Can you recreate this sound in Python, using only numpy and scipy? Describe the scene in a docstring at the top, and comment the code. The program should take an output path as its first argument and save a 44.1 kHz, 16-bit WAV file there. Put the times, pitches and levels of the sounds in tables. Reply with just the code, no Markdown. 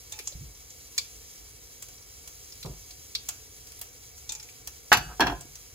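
"""Hot oil fizzes in a steel wok over a rumbling gas flame, in a small kitchen.
Tiny steam bubbles make the fizz; seeds, lentils and bits of chilli pop and crackle in the oil.
Dried chillies snap in the fingers, a hand clicks against a plate, and falling pieces ring the steel.
Near the end something hard is set down and rocks on the worktop, then a cupboard door bumps shut."""
import sys
import numpy as np
from scipy import signal
from scipy.fft import rfft, irfft
from scipy.io import wavfile

SR = 44100
rng = np.random.default_rng(int(sys.argv[2]) if len(sys.argv) > 2 else 0)


def log_audio(samples):
    """Write samples as a 16-bit WAV file to the path given in sys.argv[1]."""
    # one column per channel
    frames = np.atleast_2d(samples).T
    # limit to full scale, then quantise
    limited = np.clip(frames, -1, 1)
    pcm = np.round(limited * 32767).astype(np.int16)
    wavfile.write(sys.argv[1], SR, pcm)


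N = 253200
TIME = np.arange(N) / SR
ONE_SECOND = TIME[:SR]


def from_db(db):
    """Turns decibels into a number to multiply a sound by."""
    return 10 ** (np.asarray(db) / 20)


def unit_level(x):
    """Scales a steady sound to an average (rms) level of 1."""
    return x / np.sqrt(np.mean(x ** 2) + 1e-20)


def unit_energy(x):
    """Scales an echo pattern to an energy of 1 in each channel."""
    return x / np.sqrt(np.sum(x ** 2, axis=-1, keepdims=True) + 1e-20)


def unit_attack(x, size=512):
    """Scales a hit to an average (rms) level of 1 over its first samples."""
    return x / np.sqrt(np.mean(x[..., :size] ** 2) + 1e-20)


def at_hz(points, hz):
    """Reads between the rows of a table, with octaves evenly spaced."""
    table = np.array(points)
    return np.interp(np.log(hz + 0.00089), np.log(table[:, 0]), table[:, 1])


def fade(fade_s):
    """A curve one second long that falls by 60 dB every fade_s seconds."""
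    return from_db(-60 * ONE_SECOND / max(fade_s, 1e-4))


def keep_band(x, hz, kind, order=2):
    """Keeps the "low" side, the "high" side or a "band" of a sound."""
    return signal.sosfilt(signal.butter(order, np.clip(hz, 10, .45 * SR), kind, fs=SR, output="sos"), x)


def resonance(x, hz, width_hz):
    """Rings at one pitch; the narrower it is, the longer it rings."""
    r = np.exp(-np.pi * width_hz / SR)
    feedback = [1, -2 * r * np.cos(2 * np.pi * hz / SR), r * r]
    return signal.lfilter(np.array([1, 0, -1]) * (1 - r * r) / 2, feedback, x)


def colour(x, tone, size=8192):
    """Shapes bass and treble with a minimum-phase filter, so nothing sounds early."""
    gains = from_db(at_hz(tone, np.fft.rfftfreq(size, 1 / SR)))
    cepstrum = irfft(np.log(gains))
    response = irfft(np.exp(rfft(2 * cepstrum[:size // 2], size) - cepstrum[0]))[:size // 2]
    return signal.fftconvolve(x, response)[:len(x)]


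def unpitched(x, floor=0.13):
    """Evens out chance peaks in a burst of noise, so it has no note of its own."""
    size = x.shape[-1]
    spectrum = rfft(x, 2 * size)
    power = np.abs(spectrum) ** 2
    return irfft(spectrum / np.sqrt(power / power.mean() + floor))[..., :size]


def add(track, start_s, sound):
    """Mixes a sound into a track at the given time."""
    start = round(start_s * SR)
    track[start:start + len(sound)] += sound[:N - start]


def all_round(mid, side, apart_hz=900):
    """Sound from all sides: left and right are alike in the bass and differ in the treble."""
    return (mid + keep_band(side, apart_hz, "high", order=1) * np.array([[1], [-1]])) / np.sqrt(2)


def oil_fizz(bubbles_per_s=9000, spread_db=2.0, flutter_db=1.14, flutters_per_s=34.46):
    """Thousands of tiny steam bubbles burst each second, in quick clumps, a few larger than the rest."""
    # tone of the fizz: pitch_hz, level_db
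    tone = [(500, -24), (1300, -21.5), (2300, -10.5), (3300, -9), (4200, -6.5), (5200, 0), (6500, 2.5),
            (8000, -5), (11000, -3), (15500, -6), (16200, -32)]
    # how loud the frying is: time_s, level_db
    loudness = [(0, -47.5), (.5, -50.5), (.95, -48.5), (1.9, -49.5), (2.5, -48.5), (3.4, -49.5),
                (5.7, -50.5)]
    sizes = from_db(spread_db * np.minimum(rng.exponential(1, N), 6)) * rng.choice([-1, 1], N)
    bursts = sizes * (rng.random(N) < bubbles_per_s / SR)
    flutter = np.interp(TIME * flutters_per_s, np.arange(N), rng.standard_normal(N))
    clumps = bursts * from_db(flutter_db * flutter)
    level_db = np.interp(TIME, *np.transpose(loudness))
    return from_db(level_db) * unit_level(colour(clumps, tone))


def near_stove(x, echo_db, cutoff_hz, fade_s=0.048, left_lag_ms=0.2727):
    """The direct sound, later on the left, then quick echoes off the pan and steel splashback."""
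    hz = np.fft.rfftfreq(SR, 1 / SR)
    lead_s = 32 / SR   # room for a delay finer than one sample
    delays_s = lead_s + np.array([[left_lag_ms / 1000], [0]])
    direct = irfft(np.exp(-2j * np.pi * hz * delays_s), SR)
    flurry = unpitched(rng.standard_normal((2, SR)) * fade(fade_s)) * (ONE_SECOND > 2 * lead_s)
    echoes = keep_band(all_round(*flurry), cutoff_hz, "low", order=1)
    response = unit_energy(direct + from_db(echo_db) * unit_energy(echoes))
    return signal.fftconvolve(x[None], response, axes=1)[:, round(lead_s * SR):][:, :N]


def gas_flame(rumble_db=-56.0, side_db=-16):
    """The flame rumbles low and steady while the burner sings faintly."""
    # tone of the rumble: pitch_hz, level_db
    tone = [(20, -37.5), (35, -5), (52, 5), (100, -1.5), (140, -6.5), (190, -19.5), (280, -12), (360, -17),
            (450, -8.5), (600, -24), (1200, -22.5), (2000, -27), (5000, -79)]
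    # notes of the burner: pitch_hz, width_hz, level_db
    notes = [(489, 83.4, -69), (727, 11.8, -72.5), (2249, 83, -67)]
    mid, side, wide = (colour(noise, tone) for noise in rng.standard_normal((3, N)))
    rumble = unit_level(all_round(mid, side) + from_db(side_db) * wide * np.array([[1], [-1]]))
    song = sum(from_db(level_db) * unit_level(resonance(rng.standard_normal((2, N)), hz, width_hz))
               for hz, width_hz, level_db in notes)
    return from_db(rumble_db) * rumble + song


def sharp_cracks(events, burst_ms, haste, ring_width_hz, low_db, low_hz, top_db, top_trade, floor_hz):
    """Each crack or click is a run of tiny ticks that rings briefly; more ring means less treble."""
    track, t = np.zeros(N), ONE_SECOND[:SR // 16]
    middling_db = -31   # stronger cracks run faster than burst_ms, weaker ones slower
    for start_s, level_db, ring_hz, ring_db in events:
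        length_ms = max(burst_ms * from_db(haste * (middling_db - level_db)), .1)
        age = 1000 * t / length_ms
        grains = rng.standard_normal(len(t)) * rng.exponential(1, len(t))
        crack = unpitched(grains * np.sqrt(age) * np.exp(-age))
        crack = crack + (from_db(ring_db) - 1) * resonance(crack, ring_hz, ring_width_hz)
        crack = crack + (from_db(low_db) - 1) * keep_band(crack, low_hz, "low", order=1)
        crack = colour(crack, [(6000, 0), (10900, top_db - top_trade * ring_db)])
        crack = keep_band(crack, floor_hz, "high", order=1)
        add(track, start_s, from_db(level_db) * unit_attack(crack))
    return track


def wok_hollow(x, amount):
    """The hollow of the wok rings briefly after each sharp sound."""
    return x + amount * resonance(x, hz=2300, width_hz=130)


def pops_in_oil(tick_count=16, tick_db=-57.5, tick_hz=5900, tick_ring_db=15.5):
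    """Seeds and bits of chilli burst and crackle in the oil; small seeds tick faintly at random."""
    # pops and crackles: start_s, level_db, ring_hz, ring_db
    pops = [(.1215, -36, 6900, 14.5), (.2730, -30, 6930, 31), (.7030, -47.5, 6900, 33),
            (1.8230, -38, 7360, 12.5), (1.8850, -46, 6500, 10), (2.2745, -40.5, 6500, 8),
            (3.2870, -27.5, 7000, 12), (3.6680, -48.5, 5000, 9), (3.7190, -46, 4800, 6.5),
            (3.7915, -42, 7500, -16), (3.8135, -33, 4960, 1), (4.1780, -48, 6600, 12),
            (4.2922, -33, 6160, 26), (4.3212, -33, 7100, 18), (4.6728, -34, 6100, 8.5),
            (5.4080, -42, 7500, 14.5), (5.5540, -43, 6060, 15)]
    ticks = [(abs(when) * TIME[-1], tick_db + 6.5 * strength, tick_hz * (1 + 0.1 * pitch), tick_ring_db)
             for when, strength, pitch in rng.uniform(-1.0, 1, (tick_count, 3))]
    cracks = sharp_cracks(pops + ticks, burst_ms=1.8, haste=0.088, ring_width_hz=1100,
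                          low_db=-3.0, low_hz=1990, top_db=6, top_trade=0.4, floor_hz=441)
    return wok_hollow(cracks, amount=0.32)


def from_the_right(pair, lag_ms=0.274, above_hz=2900):
    """The treble reaches the left side later; the bass is not delayed."""
    left, right = pair
    hz = np.fft.rfftfreq(N, 1 / SR)
    lag_s = lag_ms / 1000 * hz ** 4 / (hz ** 4 + above_hz ** 4)
    return np.array([irfft(rfft(left) * np.exp(-2j * np.pi * hz * lag_s), N), right])


def knocks(hits, notes, tone, ring_db, clack_db, low_fade_s, high_fade_s, damping, side_db, edge_db):
    """Each hit rings an object's notes over a noisy clack; soft hits are dull with a faint sharp edge."""
    scatter_db, split_hz = 1.5, 4500
    mid, side = np.zeros((2, N))
    pitch_hz, note_db, base_fade_s = np.array(notes).T[:, :, None]
    fade_s = base_fade_s / damping
    waves = np.exp(2j * np.pi * pitch_hz * ONE_SECOND) * from_db(note_db - 60 * ONE_SECOND / fade_s)
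    for start_s, level_db, cutoff_hz in hits:
        for track in (mid, side):
            strengths = from_db(rng.normal(0, scatter_db, len(notes)))
            phases = np.exp(2j * np.pi * rng.random(len(notes)))
            ring = ((strengths * phases) @ waves).real
            lows = keep_band(rng.standard_normal(SR), split_hz, "low") * fade(low_fade_s)
            highs = keep_band(rng.standard_normal(SR), split_hz, "high") * fade(high_fade_s)
            clack = colour(lows + highs, tone)
            hit = from_db(ring_db) * unit_attack(ring) + from_db(clack_db) * unit_attack(clack)
            edge = from_db(edge_db) * keep_band(hit, cutoff_hz, "high", order=1)
            add(track, start_s, from_db(level_db) * (keep_band(hit, cutoff_hz, "low") - edge))
    return from_the_right(all_round(mid, from_db(side_db) * side, apart_hz=1800))


def chilli_landings():
    """Pieces of chilli drop into the wok and make the steel ring."""
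    # pieces landing: start_s, level_db, cutoff_hz
    hits = [(.1235, -46.5, 3500), (4.2935, -43.5, 6000), (4.3230, -61, 6000)]
    # notes of the wok: pitch_hz, level_db, base_fade_s
    notes = [(860, -4, 0.26), (940, -11, 0.18), (1590, -26, 0.33), (1850, -16, 0.31), (2440, -6, 0.33),
             (2610, -6, 0.39), (3620, 16.5, 0.054), (4140, 7, 0.068)]
    # tone of the clack on steel: pitch_hz, level_db
    tone = [(300, -11), (900, -31), (4000, 19), (12000, -9)]
    return knocks(hits, notes, tone, ring_db=8.5, clack_db=-16, low_fade_s=0.13, high_fade_s=0.031,
                  damping=0.5, side_db=-5.5, edge_db=-40)


def kitchen_echo(x, cutoff_hz=6000, first_echo_s=.007):
    """Sound bounces between the walls and dies away, the treble first."""
    # how long the room rings: pitch_hz, fade_s
    fade_times = [(150, 0.39), (1000, 0.35), (4000, 0.29), (12000, 0.23)]
    air, tail = all_round(*rng.standard_normal((2, SR))), 0
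    edges_hz = np.geomspace(60, 16000, 9)
    for low, high in zip(edges_hz, edges_hz[1:]):
        tail = tail + keep_band(air, [low, high], "band") * fade(at_hz(fade_times, np.sqrt(low * high)))
    tail = keep_band(tail, cutoff_hz, "low", order=1) * (ONE_SECOND > first_echo_s)
    return signal.fftconvolve(x, unit_energy(tail), axes=1)[:, :N]


def snaps_and_plate_clicks():
    """Dry chillies snap in the fingers, and a hand clicks against a plate."""
    # snaps and plate clicks: start_s, level_db, ring_hz, ring_db
    events = [(.1360, -52, 2400, 18), (.1885, -37.5, 4570, 0), (.1960, -45, 2370, 11),
              (.2090, -54, 2400, 6), (.3215, -49.5, 4150, 28), (.9738, -47, 5600, 27),
              (.9795, -38.5, 2250, 14), (.9790, -25, 7270, 14), (.9808, -25.5, 4430, 21),
              (2.5218, -46, 5200, 17), (2.6280, -40.5, 4070, 12), (2.6560, -46, 3960, 4),
              (2.9060, -47, 4530, 18), (3.1505, -27.5, 4060, 20), (3.1525, -31.5, 4500, 21),
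              (4.3505, -38.5, 6840, 17), (4.3970, -43.5, 5430, 11), (4.4265, -44.5, 6850, 17),
              (4.4870, -51.5, 2450, 18)]
    cracks = sharp_cracks(events, burst_ms=1.46, haste=0.37, ring_width_hz=660,
                          low_db=-15.0, low_hz=1910, top_db=-7, top_trade=0.073, floor_hz=2320)
    return wok_hollow(cracks, amount=1.0)


def handling_taps(fade_s=0.015, width_share=0.23, side_db=-3):
    """Handling things makes soft taps, each ringing briefly around one low pitch."""
    # soft taps: start_s, level_db, pitch_hz
    taps = [(.181, -52, 850), (0.197, -47.5, 410), (0.273, -52, 940), (.322, -53, 580), (2.65, -50, 338),
            (2.651, -48.5, 1160), (3.288, -69, 670), (5.451, -50.5, 290)]
    mid, side = np.zeros((2, N))
    for start_s, level_db, pitch_hz in taps:
        width_hz = width_share * pitch_hz
        for track in (mid, side):
            touch = rng.standard_normal(SR) * fade(fade_s)
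            ring = resonance(resonance(touch, pitch_hz, width_hz), pitch_hz, 2 * width_hz)
            add(track, start_s, from_db(level_db) * unit_attack(ring))
    return all_round(mid, from_db(side_db) * side)


def low_bumps(rumble_after_s=0.048, rumble_hz=108, rumble_cutoff_hz=240, rumble_fade_s=0.61, trim_db=-1):
    """Soft low bumps and rumbles: air from a passing hand, then dull thuds on the worktop."""
    # bumps, each with a rumble after it: start_s, level_db, pitch_hz, cutoff_hz, boom_fade_s, rumble_db
    events = [(0.348, -41, 48.7, 129, 0.41, -59), (0.407, -42, 94, 163, 0.24, -66),
              (2.648, -35.5, 151.6, 990, 0.31, -54), (4.921, -38, 215, 402, 0.63, -43),
              (5.203, -40.5, 53.3, 201, 0.83, -46), (5.226, -35, 228, 497, 0.48, -38.5)]
    # tone of the boom: pitch_hz, level_db
    tone = [(25, -37.5), (36, -31), (50, 14), (90, -1.5), (140, 5.5), (220, -9), (350, -5.5), (600, -13.5),
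            (1200, -14), (1700, -33), (4000, -29)]
    bumps = [event[:-1] for event in events]
    rumbles = [(start_s + rumble_after_s, rumble_db, rumble_hz, rumble_cutoff_hz, rumble_fade_s)
               for start_s, *_, rumble_db in events]
    mid, side = np.zeros((2, N))
    for start_s, level_db, pitch_hz, cutoff_hz, boom_fade_s in bumps + rumbles:
        gain = from_db(level_db + trim_db)
        note = np.sin(2 * np.pi * pitch_hz * ONE_SECOND) * fade(boom_fade_s / 2)
        add(mid, start_s, gain * unit_attack(note, size=1024))
        for track in (mid, side):
            boom = colour(rng.standard_normal(SR) * fade(boom_fade_s), tone)
            add(track, start_s, gain * unit_attack(keep_band(boom, cutoff_hz, "low"), size=2048))
    return all_round(mid, side, apart_hz=500)


def hard_thing_set_down(rock_start_s=5.085, rock_gap_s=0.0075, rock_db=-43, rock_cutoff_hz=1010):
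    """A hard thing lands edge first, then flat, and rocks unevenly before it rests."""
    # hits on the worktop: start_s, level_db, cutoff_hz
    hits = [(4.9175, -7, 2270), (4.9270, -15, 9580), (4.9300, -18, 4500), (4.971, -29, 11900)]
    # notes of the hard thing: pitch_hz, level_db, base_fade_s
    notes = [(735.6, -1, 0.21), (850, 4.5, 0.064), (924, -3, 0.12), (960, -10, 0.1), (1090, -6, 0.167),
             (1140, 4.5, 0.03), (1279, 7.5, 0.065), (1360, 9.5, 0.039), (1567, 6, 0.13), (1680, 2.5, 0.12),
             (1730, 2.5, .09), (1910, -1.5, 0.076), (2600, -8.5, 0.36), (2540, -14.5, 0.19),
             (2880, 0, 0.18), (3780, -26, 0.16), (4270, -15, 0.17), (4560, -15.5, 0.39), (5050, -11, 0.14),
             (5400, -11.5, 0.27), (6300, -2, 0.18), (6350, -9, .15)]
    # tone of its clack: pitch_hz, level_db
    tone = [(100, -36.5), (230, -15.5), (330, -16.5), (550, -19.5), (800, -9), (1400, -9.5), (1950, -12.5),
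            (2300, -12.5), (4500, -11.5), (7000, -9.5), (9000, -21), (12000, -5.5), (15500, -6.5),
            (16300, -41.5)]
    rocking = [(rock_start_s + rock_gap_s * (k + 0.255 * chance), rock_db, rock_cutoff_hz)
               for k, chance in enumerate(rng.uniform(-1.0, 1, 7))]
    return knocks(hits + rocking, notes, tone, ring_db=-0.5, clack_db=4.0, low_fade_s=0.14,
                  high_fade_s=0.067, damping=1.25, side_db=-4.5, edge_db=-43)


def cupboard_door():
    """The door meets its frame and bounces: dull bumps between bright clacks of the latch."""
    # hits of door and latch: start_s, level_db, cutoff_hz
    hits = [(5.1962, -21.5, 1050), (5.2055, -22.5, 8900), (5.2080, -22, 6140), (5.2195, -22.5, 2500),
            (5.2265, -24.5, 1510), (5.2625, -26.5, 1280), (5.2686, -27, 6100), (5.2770, -31.5, 2200),
            (5.2985, -31, 1480), (5.3200, -32.5, 1110)]
    # notes of the door: pitch_hz, level_db, base_fade_s
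    notes = [(320, -21, 0.35), (380, -2, 0.34), (538, -11.5, 0.39), (706, 5, 0.27), (765, -11, 0.2),
             (916, 10.5, 0.095), (996, -2.5, 0.37), (1030, 2.5, 0.4), (1314, -15, 0.19), (1602, 2, .18),
             (1683, 1, 0.17), (1760, -18, .28), (2360, -11.5, 0.41), (2600, -9, 0.41), (2860, -6, 0.23),
             (3240, -1.5, 0.22), (3290, -1.5, 0.17), (4140, -7, 0.2), (4250, 2, 0.1), (5420, 7, 0.056)]
    # tone of its clack: pitch_hz, level_db
    tone = [(100, -28), (290, 0), (560, -19), (730, 0), (950, -7.5), (1350, -9), (1650, -2.5),
            (2100, -16.5), (2650, -9.5), (3000, -17), (3260, -7), (3700, -18), (4350, -11.5), (4800, -23),
            (5450, -10.5), (8000, -21.5), (15500, -8), (16300, -40)]
    return knocks(hits, notes, tone, ring_db=2.5, clack_db=3.0, low_fade_s=0.12, high_fade_s=0.034,
                  damping=1.58, side_db=-2.5, edge_db=-23)


def scene():
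    """The wok and the hands close by, the knocks further off, all in one small kitchen."""
    oil = near_stove(oil_fizz(), echo_db=-4.0, cutoff_hz=3200, fade_s=0.068)
    pops, hands = pops_in_oil(), snaps_and_plate_clicks()
    crackle = (near_stove(pops, echo_db=-1.5, cutoff_hz=10600)
               + near_stove(hands, echo_db=-0.5, cutoff_hz=9800, left_lag_ms=0.16))
    landings, set_down, door = chilli_landings(), hard_thing_set_down(), cupboard_door()
    room = kitchen_echo(from_db(-10) * pops + from_db(-13) * hands
                        + from_db(-19.5) * set_down + from_db(-18.5) * door)
    mix = oil + crackle + landings + set_down + door + room + gas_flame() + low_bumps() + handling_taps()
    return mix * from_db([[-.3], [.3]])   # a little louder on the right


def record(dry):
    """Rounds off the loudest peaks and cuts the highest treble."""
    rounded = 1.3 * np.tanh(dry / 1.3)
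    cutoff_hz = 16300
    return signal.sosfilt(signal.ellip(12, .1, 90, cutoff_hz, fs=SR, output="sos"), rounded)


dry = scene()
out = record(dry)
log_audio(out)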